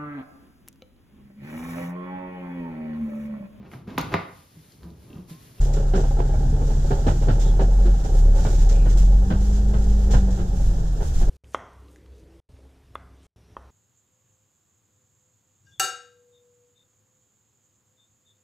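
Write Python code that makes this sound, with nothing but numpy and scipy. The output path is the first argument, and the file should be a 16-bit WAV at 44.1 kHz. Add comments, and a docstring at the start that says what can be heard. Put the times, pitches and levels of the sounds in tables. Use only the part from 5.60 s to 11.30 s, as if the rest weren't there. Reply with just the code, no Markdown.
"""A diesel engine idles under the upper deck of a bus, revs briefly, then swells as the bus pulls away.
The drone is a set of sine waves tied to the engine's firing rate, boosted or dropped by the saloon.
Filtered noise makes the rumble and sway; loose trim buzzes, chatters with the firing and faintly squeaks.
Footfalls and bumps knock on the deck as noise bursts with a ringing panel. Clothes and bags rustle
as shaped noise over the steady, crackly hiss of the air vents."""
import sys
import numpy as np
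from scipy import signal
from scipy.fft import rfft, irfft, next_fast_len
from scipy.io import wavfile

SR = 44100
rng = np.random.default_rng(int(sys.argv[2]) if len(sys.argv) > 2 else 0)


def to_wav(s):
    """Save 16-bit WAV."""
    ch = np.atleast_2d(s).T  # columns
    pcm = np.round(np.clip(ch, -1, 1) * 32767)  # PCM
    wavfile.write(sys.argv[1], SR, pcm.astype(np.int16))


N = 251370
TIME = np.arange(N) / SR

# How fast the engine fires. Each row: time in seconds, firing rate in Hz.
SPEED = [(0.0, 35.02), (1.68, 35.52), (2.2, 43.75), (2.38, 42.95), (2.51, 36.01), (3.09, 37.51),
         (3.68, 48.04), (3.87, 50.3), (4.16, 51), (4.43, 50.57), (4.79, 46.62), (5.1, 42.71), (5.49, 36.22),
         (5.62, 36.24), (5.7, 37.64)]


def amp(db):
    """Turns decibels into a gain."""
    return 10 ** (np.asarray(db) / 20)


def unit(x):
    """Scales a sound to an average (rms) level of 1."""
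    return x / np.sqrt(np.mean(x ** 2) + 1e-20)


def curve(rows):
    """Joins (time, value) rows with straight lines, giving one value a sample."""
    seconds, values = np.transpose(rows)
    return np.interp(TIME, seconds, values)


def read(points, hz):
    """Reads a (frequency, value) table at any frequency, on a log-frequency axis."""
    f, value = np.transpose(points)
    return np.interp(np.log(hz + 1), np.log(f + 1), value)


def colour(x, spectrum):
    """Filters with a (Hz, dB) spectrum, never ahead of time, so attacks stay sharp; steep fall above it."""
    size = next_fast_len(x.shape[-1] + 4096)
    hz = abs(np.fft.fftfreq(size, 1 / SR))
    top_hz = spectrum[-1][0]
    gain = amp(read(spectrum, hz)) / np.maximum(hz / top_hz, 1) ** 3 + 1e-6
    # the phase that goes with this gain and puts the energy as early as possible
    response = np.exp(np.conj(signal.hilbert(np.log(gain))))
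    filtered = np.fft.ifft(np.fft.fft(x, size) * response).real
    return filtered[..., :x.shape[-1]]


def drift(hz):
    """Makes a slow random wander of rms 1, with changes up to about hz."""
    f = np.fft.rfftfreq(N, 1 / SR)
    return unit(irfft(rfft(rng.standard_normal(N)) / (1 + (f / hz) ** 4), N))


def add(mix, s, sound):
    """Mixes a sound in at s seconds, cut off at the end of the mix."""
    part = mix[:, max(round(s * SR), 0):][:, :sound.shape[-1]]
    part += sound[..., :part.shape[-1]]


def saloon(x, t60, wet_db):
    """Adds a dying noise tail for the reflections, different on each side; t60 is the time to fall 60 dB."""
    t = np.arange(SR // 3) / SR
    tail = rng.standard_normal((2, len(t))) * amp(-60 * t / t60)
    tail *= amp(wet_db) / np.linalg.norm(tail[0])
    tail[:, 0] += 1  # the direct sound
    return signal.fftconvolve(np.atleast_2d(x), tail, axes=1)[:, :x.shape[-1]]


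def burst(spectrum, rise, hold, t60, grain_db):
    """Many small contacts as grainy noise that builds, holds at about rms 1 and dies away; times in seconds."""
    t = np.arange(SR) / SR
    grains = np.repeat(rng.standard_normal(len(t) // 63), 63)  # a new strength every 63 samples
    decay = amp(-60 * np.maximum(t - hold, 0) / max(t60, .03))
    shape = (1 - np.exp(-t / rise)) * decay
    noise = rng.standard_normal((2, len(t))) * shape * amp(grain_db * grains)
    x = colour(noise, spectrum)
    return x * np.linalg.norm(shape) / np.linalg.norm(x, axis=1, keepdims=True)


def engine():
    """Multiples (orders) of the firing rate, which swell and drop as they cross the saloon's resonances."""
    # Boom at the firing rate. Each row: time in seconds, level in dB before the final trim.
    boom_curve = [(0.0, -11), (0.06, -17), (1.49, -19), (2.3, -11), (2.48, -25), (2.54, -13.5),
                  (2.68, -10.5), (2.89, -19), (2.97, -13), (3.59, -11.5), (3.71, -22.5), (3.79, -17),
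                  (4.64, -15), (4.84, -25), (5.13, -17.5), (5.49, -26.5), (5.62, -16.5), (5.7, -15)]
    # Saloon resonances, for orders two and four. Each row: frequency in Hz, level in dB before the trims.
    cabin = [(70, -32), (73, -28), (81, -47), (95, -33), (102, -43), (140, -29), (147, -37), (175, -36.5),
             (185, -34.5), (193, -27), (204, -32.5)]
    # Weaker orders. Each row: multiple of the firing rate, level in dB against the untrimmed fourth order.
    weak_orders = [(4 / 3, -9.5), (1.5, -2), (3, -11), (5.5, -23.5), (6.5, -20)]
    # Panel resonance met by the eighth order: centre in Hz, width in Hz, level in dB before the final trim.
    panel_boom = (424, 170, -47.5)

    firing_hz, boom_db = curve(SPEED), curve(boom_curve)
    turns = np.cumsum(firing_hz) / SR  # firing cycles so far
    second_db, fourth_db = read(cabin, 2 * firing_hz), read(cabin, 4 * firing_hz)

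    def line(multiple, db, rough):
        """One order as a sine wave that wavers in strength and phase."""
        phase = 2 * np.pi * (multiple * turns + rng.random())
        steady = (1 + rough * drift(4.2)) * np.sin(phase)
        return np.sqrt(2) * amp(db) * (steady + rough * drift(14) * np.cos(phase))

    centre_hz, width_hz, panel_db = panel_boom
    off_centre = 2 * (8 * firing_hz - centre_hz) / width_hz
    eighth_db = panel_db - 10 * np.log10(1 + off_centre ** 2)
    clean = line(1, boom_db, .02) + line(4, fourth_db, .05) + line(8, eighth_db, .15)
    weak = sum(line(multiple, fourth_db + db, 0.047) for multiple, db in weak_orders)
    return amp(-0.57) * clean + line(2, second_db - 0.6, 0.35) + weak


def body():
    """The shell rumbles, sways and jolts; loose trim buzzes and taps in step with the firing."""
    # Colours of the noise for rumble, sway and buzzing trim. Each row: frequency in Hz, level in dB per Hz.
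    rumble_colour, sway_colour, trim_colour = [(25, -10.5), (50, -10.5), (70, -5.5), (110, -3), (160, -9),
                                               (230, -15), (320, -25.5), (600, -59)], [(5, -8), (14, 11), (26, 4), (45, 3.5),
                                                               (62, -7), (90, -34)], [(100, -46), (280, -8),
                                                                             (420, 2.5), (560, -6.5),
                                                                             (700, -1), (850, -5),
                                                                             (1100, -10), (1500, -10.5),
                                                                             (1800, -15.5), (2200, -36),
                                                                             (3000, -32)]
    # Jolts of the body. Each row: time in seconds, peak level of the sway in dB.
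    jolt_rows = [(1.7, -28), (2.23, -20.5), (3.0, -19.5), (3.408, -23.5), (4.56, -18.5), (5.101, -22.5),
                 (5.62, -20.5)]
    # Tones of loose trim. Each row: frequency in Hz, relative level in dB, time to fall 60 dB in seconds.
    trim_modes = [(362, 1.5, 0.041), (403, 3.5, 0.065), (466.5, -2, 0.092), (554, -0.5, 0.069),
                  (675, -9, 0.063), (695.4, -6.5, 0.11), (786, -1.5, 0.089), (862.5, -12, 0.15),
                  (1347, -15, 0.094), (1498, -34.5, 0.07), (1650, -20.5, 0.089)]
    pull_away_s, gather_s = 2.1, 5.35  # the bus starts to roll, and would need this long to get going
    # levels in dB: at idle, and once fully rolling
    sway_idle_db, sway_rolling_db = -30, -23
    buzz_idle_db, buzz_rolling_db = -45, -46
    chatter_idle_db, chatter_rolling_db = -39.5, -50.5  # trim chatters most while the bus stands
    rumble_db, jolt_rumble_db = -33.5, -15  # middle level; a jolt's rumble against its sway
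    jolt_width_s = 0.087

    rolling = np.clip((TIME - pull_away_s) / gather_s, 0, 1)
    buzz_db = buzz_idle_db + (buzz_rolling_db - buzz_idle_db) * rolling
    chatter_db = chatter_idle_db + (chatter_rolling_db - chatter_idle_db) * rolling
    sway_db = sway_idle_db + (sway_rolling_db - sway_idle_db) * rolling
    jolts = sum(amp(db) * np.exp(-((TIME - s) / jolt_width_s) ** 2) for s, db in jolt_rows)

    turns = np.cumsum(curve(SPEED)) / SR
    shove = (1 + np.cos(2 * np.pi * turns)) ** 2  # one push each firing cycle

    sway = unit(colour(rng.standard_normal(N), sway_colour)) * np.hypot(amp(sway_db), jolts)
    rumble_gain = np.hypot(amp(rumble_db + 3.5 * drift(1.5)), amp(jolt_rumble_db) * jolts)
    rumble = unit(colour(rng.standard_normal((2, N)), rumble_colour)) * rumble_gain
    buzz_gain = amp(0.55 * drift(23) + 0.49 * shove)
    buzz = unit(colour(rng.standard_normal((2, N)) * buzz_gain, trim_colour))

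    tap_strength = amp(3.1 * np.minimum(rng.exponential(1, N), 2.5))
    taps = (rng.random(N) < 50 / SR * shove) * tap_strength  # 50 a second, times the push
    t = np.arange(SR // 4) / SR
    chatter = 0
    for hz, db, t60 in trim_modes:
        # every tap lands on another spot, and so shares its energy differently among the modes
        hits = taps * rng.uniform(-0.95, 1, N)
        ring = amp(db - 60 * t / t60) * np.sin(2 * np.pi * hz * t)
        chatter = chatter + signal.oaconvolve(hits, ring)[:N]
    chatter = unit(saloon(chatter, t60=0.12, wet_db=5.0))
    return sway + rumble + buzz * amp(buzz_db) + chatter * amp(chatter_db)


def rustle():
    """Steady vent hiss is noise with fine crackle; cloth and bags scuff over it with uneven pressure."""
    # Scuffs. Each row: start in seconds, relative level in dB, top fizz in dB added to that,
    # length of the hold in seconds.
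    scuff_rows = [(0.0, -40, -12, 0.053), (0.132, -36.5, -30, .006), (0.354, -36, -29, 0.021),
                  (1.031, -44, -15, 0.7), (1.469, -37, -20, 0.0091), (1.793, -35, -19, 0.037),
                  (2.004, -42, -30, 0.022), (2.102, -48, -10, 0.45), (2.437, -42, -19, 0.011),
                  (2.547, -40.5, -8, 0.04), (2.744, -37.5, -13.5, 0.28), (3.089, -31.5, -35, 0.004),
                  (3.29, -38, -24, 0.0077), (3.371, -34, -11, 0.0066), (3.799, -42.5, -9, .09),
                  (3.925, -38.5, -33, 0.0039), (4.151, -46.5, -12, 0.29), (4.507, -31, -28, 0.0055),
                  (4.703, -40, -29, 0.017), (4.949, -44, -6.5, 0.11), (5.408, -41.5, -6, 0.076),
                  (5.536, -39, -8, 0.08)]
    # Colours of the vent air, the scuffs and their top fizz. Each row: frequency in Hz, level in dB per Hz.
    air_colour, scuff_colour, fizz_colour = [(1200, -12), (2000, -8.5), (2450, -8.5), (2900, -3.5),
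                                             (3600, -2), (4300, -5.5), (5000, -1.5), (6300, 0.5), (7300, 2),
                                             (8200, -7), (9500, -13.5), (12000, -12.5), (16000, -20)], [(500, -59), (1200, 1), (2400, -8), (3300, -3),
                                                          (4400, -5.5), (5500, -0.5), (7300, 2),
                                                          (8300, -8.5), (10000, -19.5), (16000, -19)], [(3000, -59), (6000, -7),
                                                                         (9000, 4.5), (12000, -1),
                                                                         (16000, -7.5)]
    vent_db, rub_waver_db = -51.5, 1
    scuff_rise_s, scuff_t60_s = 0.001, 0.44
    swell_share = 0.04  # a rub's rise lengthens by this share of its length

    tick_gain = amp(5.4 * np.minimum(rng.exponential(1, N), 4))
    crackle = (rng.random(N) < 450 / SR) * tick_gain * rng.choice([-1, 1], N)  # about 450 ticks a second
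    hiss = rng.standard_normal((2, N)) * amp(1.0 * drift(25))
    grain = hiss + amp(-5) * unit(saloon(crackle, t60=0.24, wet_db=13))

    cloth = np.zeros((2, N))
    for s, db, fizz_db, length in scuff_rows:
        timing = dict(rise=scuff_rise_s + swell_share * length, hold=length, t60=scuff_t60_s)
        add(cloth, s, amp(db - 6.5) * burst(scuff_colour, **timing, grain_db=2.0))
        add(cloth, s, amp(db + fizz_db - 9) * burst(fizz_colour, **timing, grain_db=2.0))
    return unit(colour(grain, air_colour)) * amp(vent_db) + cloth * amp(rub_waver_db * drift(31))


def knocks():
    """Each blow thuds through the floor by its weight and rings one panel, while the fittings clatter."""
    # Footfalls and bumps. Each row: start in seconds, relative level in dB, weight in dB,
    # ring pitch in Hz, ring in dB against the level.
    blows = [(0.164, -37.5, 8.5, 411, 3), (0.335, -30, 9.5, 383.4, 10.5), (0.373, -30.5, 0, 385.3, 11),
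             (0.434, -34, 2, 408, -24), (0.588, -29, -2, 361.5, -1.5), (0.735, -40.5, 1, 612, 3.5),
             (0.926, -43, -4, 438, 9), (1.015, -38, -3, 465, 2.5), (1.1, -38.5, -8, 441, 3),
             (1.306, -26.5, 0.5, 389, 0.5), (1.465, -22.5, 2.5, 341, -2.5), (1.622, -38.5, 6, 419, -4),
             (1.683, -26.5, 7.5, 375, -9), (1.992, -25.5, 0.5, 395.4, -2), (2.252, -41, 15.5, 356, 14),
             (2.437, -37, 6, 304, -12), (2.779, -36.5, 6, 307, -3.5), (2.849, -30.5, 6, 621, -6),
             (3.255, -35.5, 8, 503, -3.5), (3.702, -29.5, 8.5, 330, -13), (4.135, -36, 9.5, 557, -5.5),
             (4.497, -38, 4, 443, 2), (4.533, -26.5, 7.5, 440, -17), (4.681, -40, 0, 493, 3.5),
             (4.786, -38.5, 10, 342.7, 4), (5.404, -36.5, 3, 398.3, -4), (5.612, -35, 5.5, 358.4, 0.5),
             (5.674, -39.5, 1, 412, 3)]
    # Upper tones of a struck panel. Each row: multiple of the ring pitch, level in dB against the blow's.
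    ring_modes = [(1.68, -15.5), (1.9, -8), (2.301, -11), (3.699, -18)]
    # Colours of the floor, the panel and the fittings. Each row: frequency in Hz, level in dB per Hz.
    thud_colour, panel_colour, clatter_colour = [(40, -37), (90, 6), (130, 1.5), (220, -3), (300, -17),
                                                 (500, -45)], [(150, -25.5), (240, 2.5), (380, 1),
                                                               (550, -1), (680, -4), (850, -2),
                                                               (1100, -15.5), (1600, -18.5)], [(300, -49), (700, -12),
                                                                              (1050, -2), (1500, 3.5),
                                                                              (1850, -8), (2200, -14.5),
                                                                              (3000, -9), (3800, -14),
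                                                                              (6000, -23.5), (9000, -37)]
    rise, t60 = 0.0014, 0.17  # seconds; each layer scales these
    ring_rise_s, ring_t60_s = 0.0011, .2
    base_clatter_db, clatter_per_weight = -15, 0.79  # heavier blows shake the fittings more

    out, t = np.zeros((2, N)), np.arange(SR // 2) / SR
    for s, db, weight_db, hz, ring_db in blows:
        modes = amp(ring_db) * np.sin(2 * np.pi * hz * t)
        for ratio, mode_db in ring_modes:
            modes = modes + amp(mode_db) * np.sin(2 * np.pi * ratio * hz * t)
        ring = modes * (1 - np.exp(-t / ring_rise_s)) * amp(-60 * t / ring_t60_s)
        thud = burst(thud_colour, rise=2 * rise, hold=0.014, t60=t60, grain_db=3.5)
        panel = burst(panel_colour, rise=0.23 * rise, hold=0.015, t60=t60, grain_db=5.5)
        clatter = burst(clatter_colour, rise=rise, hold=0.022, t60=1.02 * t60, grain_db=2.0)
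        clatter_db = db + base_clatter_db + clatter_per_weight * weight_db
        add(out, s, amp(db + weight_db + 1.0) * thud)
        add(out, s, amp(db + 0.04) * panel)
        add(out, s, amp(db + 1.5) * ring)
        add(out, s, amp(clatter_db) * clatter)
    return out


def squeaks():
    """Rubbing plastic trim sticks and slips: a faint gliding sine wave with a broken pitch."""
    # Squeaks. Each row: start in seconds, end in seconds, start pitch in Hz, end pitch in Hz,
    # relative level in dB.
    squeak_rows = [(0.634, 0.923, 1570, 1540, -59), (1.781, 1.936, 3710, 3610, -51),
                   (3.102, 3.28, 2420, 2580, -55.5)]
    jitter, jitter_hz = .07, 291  # how far (share of the pitch) and how fast the pitch jumps

    out = np.zeros((2, N))
    for start, end, start_hz, end_hz, db in squeak_rows:
        glide_hz = np.interp(TIME, [start, end], [start_hz, end_hz])
        hz = glide_hz * (1 + jitter * drift(jitter_hz))
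        swell = np.sqrt(np.interp(TIME, [start, (start + end) / 2, end], [0, 1, 0]))
        swell = swell * amp(3 * drift(35))
        tone = swell * np.sin(2 * np.pi * np.cumsum(hz) / SR)
        out += amp(db) * saloon(tone, t60=0.04, wet_db=-3)
    return out


def ports(x):
    """Two close microphone ports hear the bass alike and the treble apart, so treble is mixed less alike."""
    # Likeness of the two sides. Each row: frequency in Hz, likeness (1 is the same, values beyond are cut).
    likeness = [(60, 0.9), (140, 1.07), (210, 0.9), (330, 0.77), (500, 0.95), (770, 0.12), (1170, -0.85),
                (1790, 0.27), (2740, 0.11), (4190, -0.02), (6410, -0.04), (9810, 0.07), (15000, 0)]
    # Balance of the two sides. Each row: frequency in Hz, left minus right in dB.
    balance = [(60, 2), (92, -0.5), (140, -1), (210, 0), (330, -1), (500, -0.5), (770, -4.5), (1170, -4),
               (1790, -1), (2740, 0), (4190, -7), (6410, -3), (9810, 4), (15000, -6)]
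    hz = np.fft.rfftfreq(N, 1 / SR)
    a, b = rfft(x * signal.windows.tukey(N, .003))
    same = np.clip(read(likeness, hz), -1, 1)
    lean = amp(read(balance, hz) / 2)
    left = a * lean
    right = (same * a + np.sqrt(1 - same ** 2) * b) / lean
    return irfft(np.array([left, right]), N)


def scene():
    """Lays the engine drone, equal on both sides, under everything that shakes and moves in the saloon."""
    return engine() + ports(body() + knocks() + squeaks() + rustle())


def record(dry):
    """The recorder's band limit removes the highest treble, after the two ends are faded softly."""
    edge_hz = 15800
    dry = dry * signal.windows.tukey(N, .002)
    low_pass = signal.firwin(511, edge_hz, window=("kaiser", 9), fs=SR)
    return signal.oaconvolve(dry, low_pass[None], "same")


dry = scene()
out = record(dry)
to_wav(out)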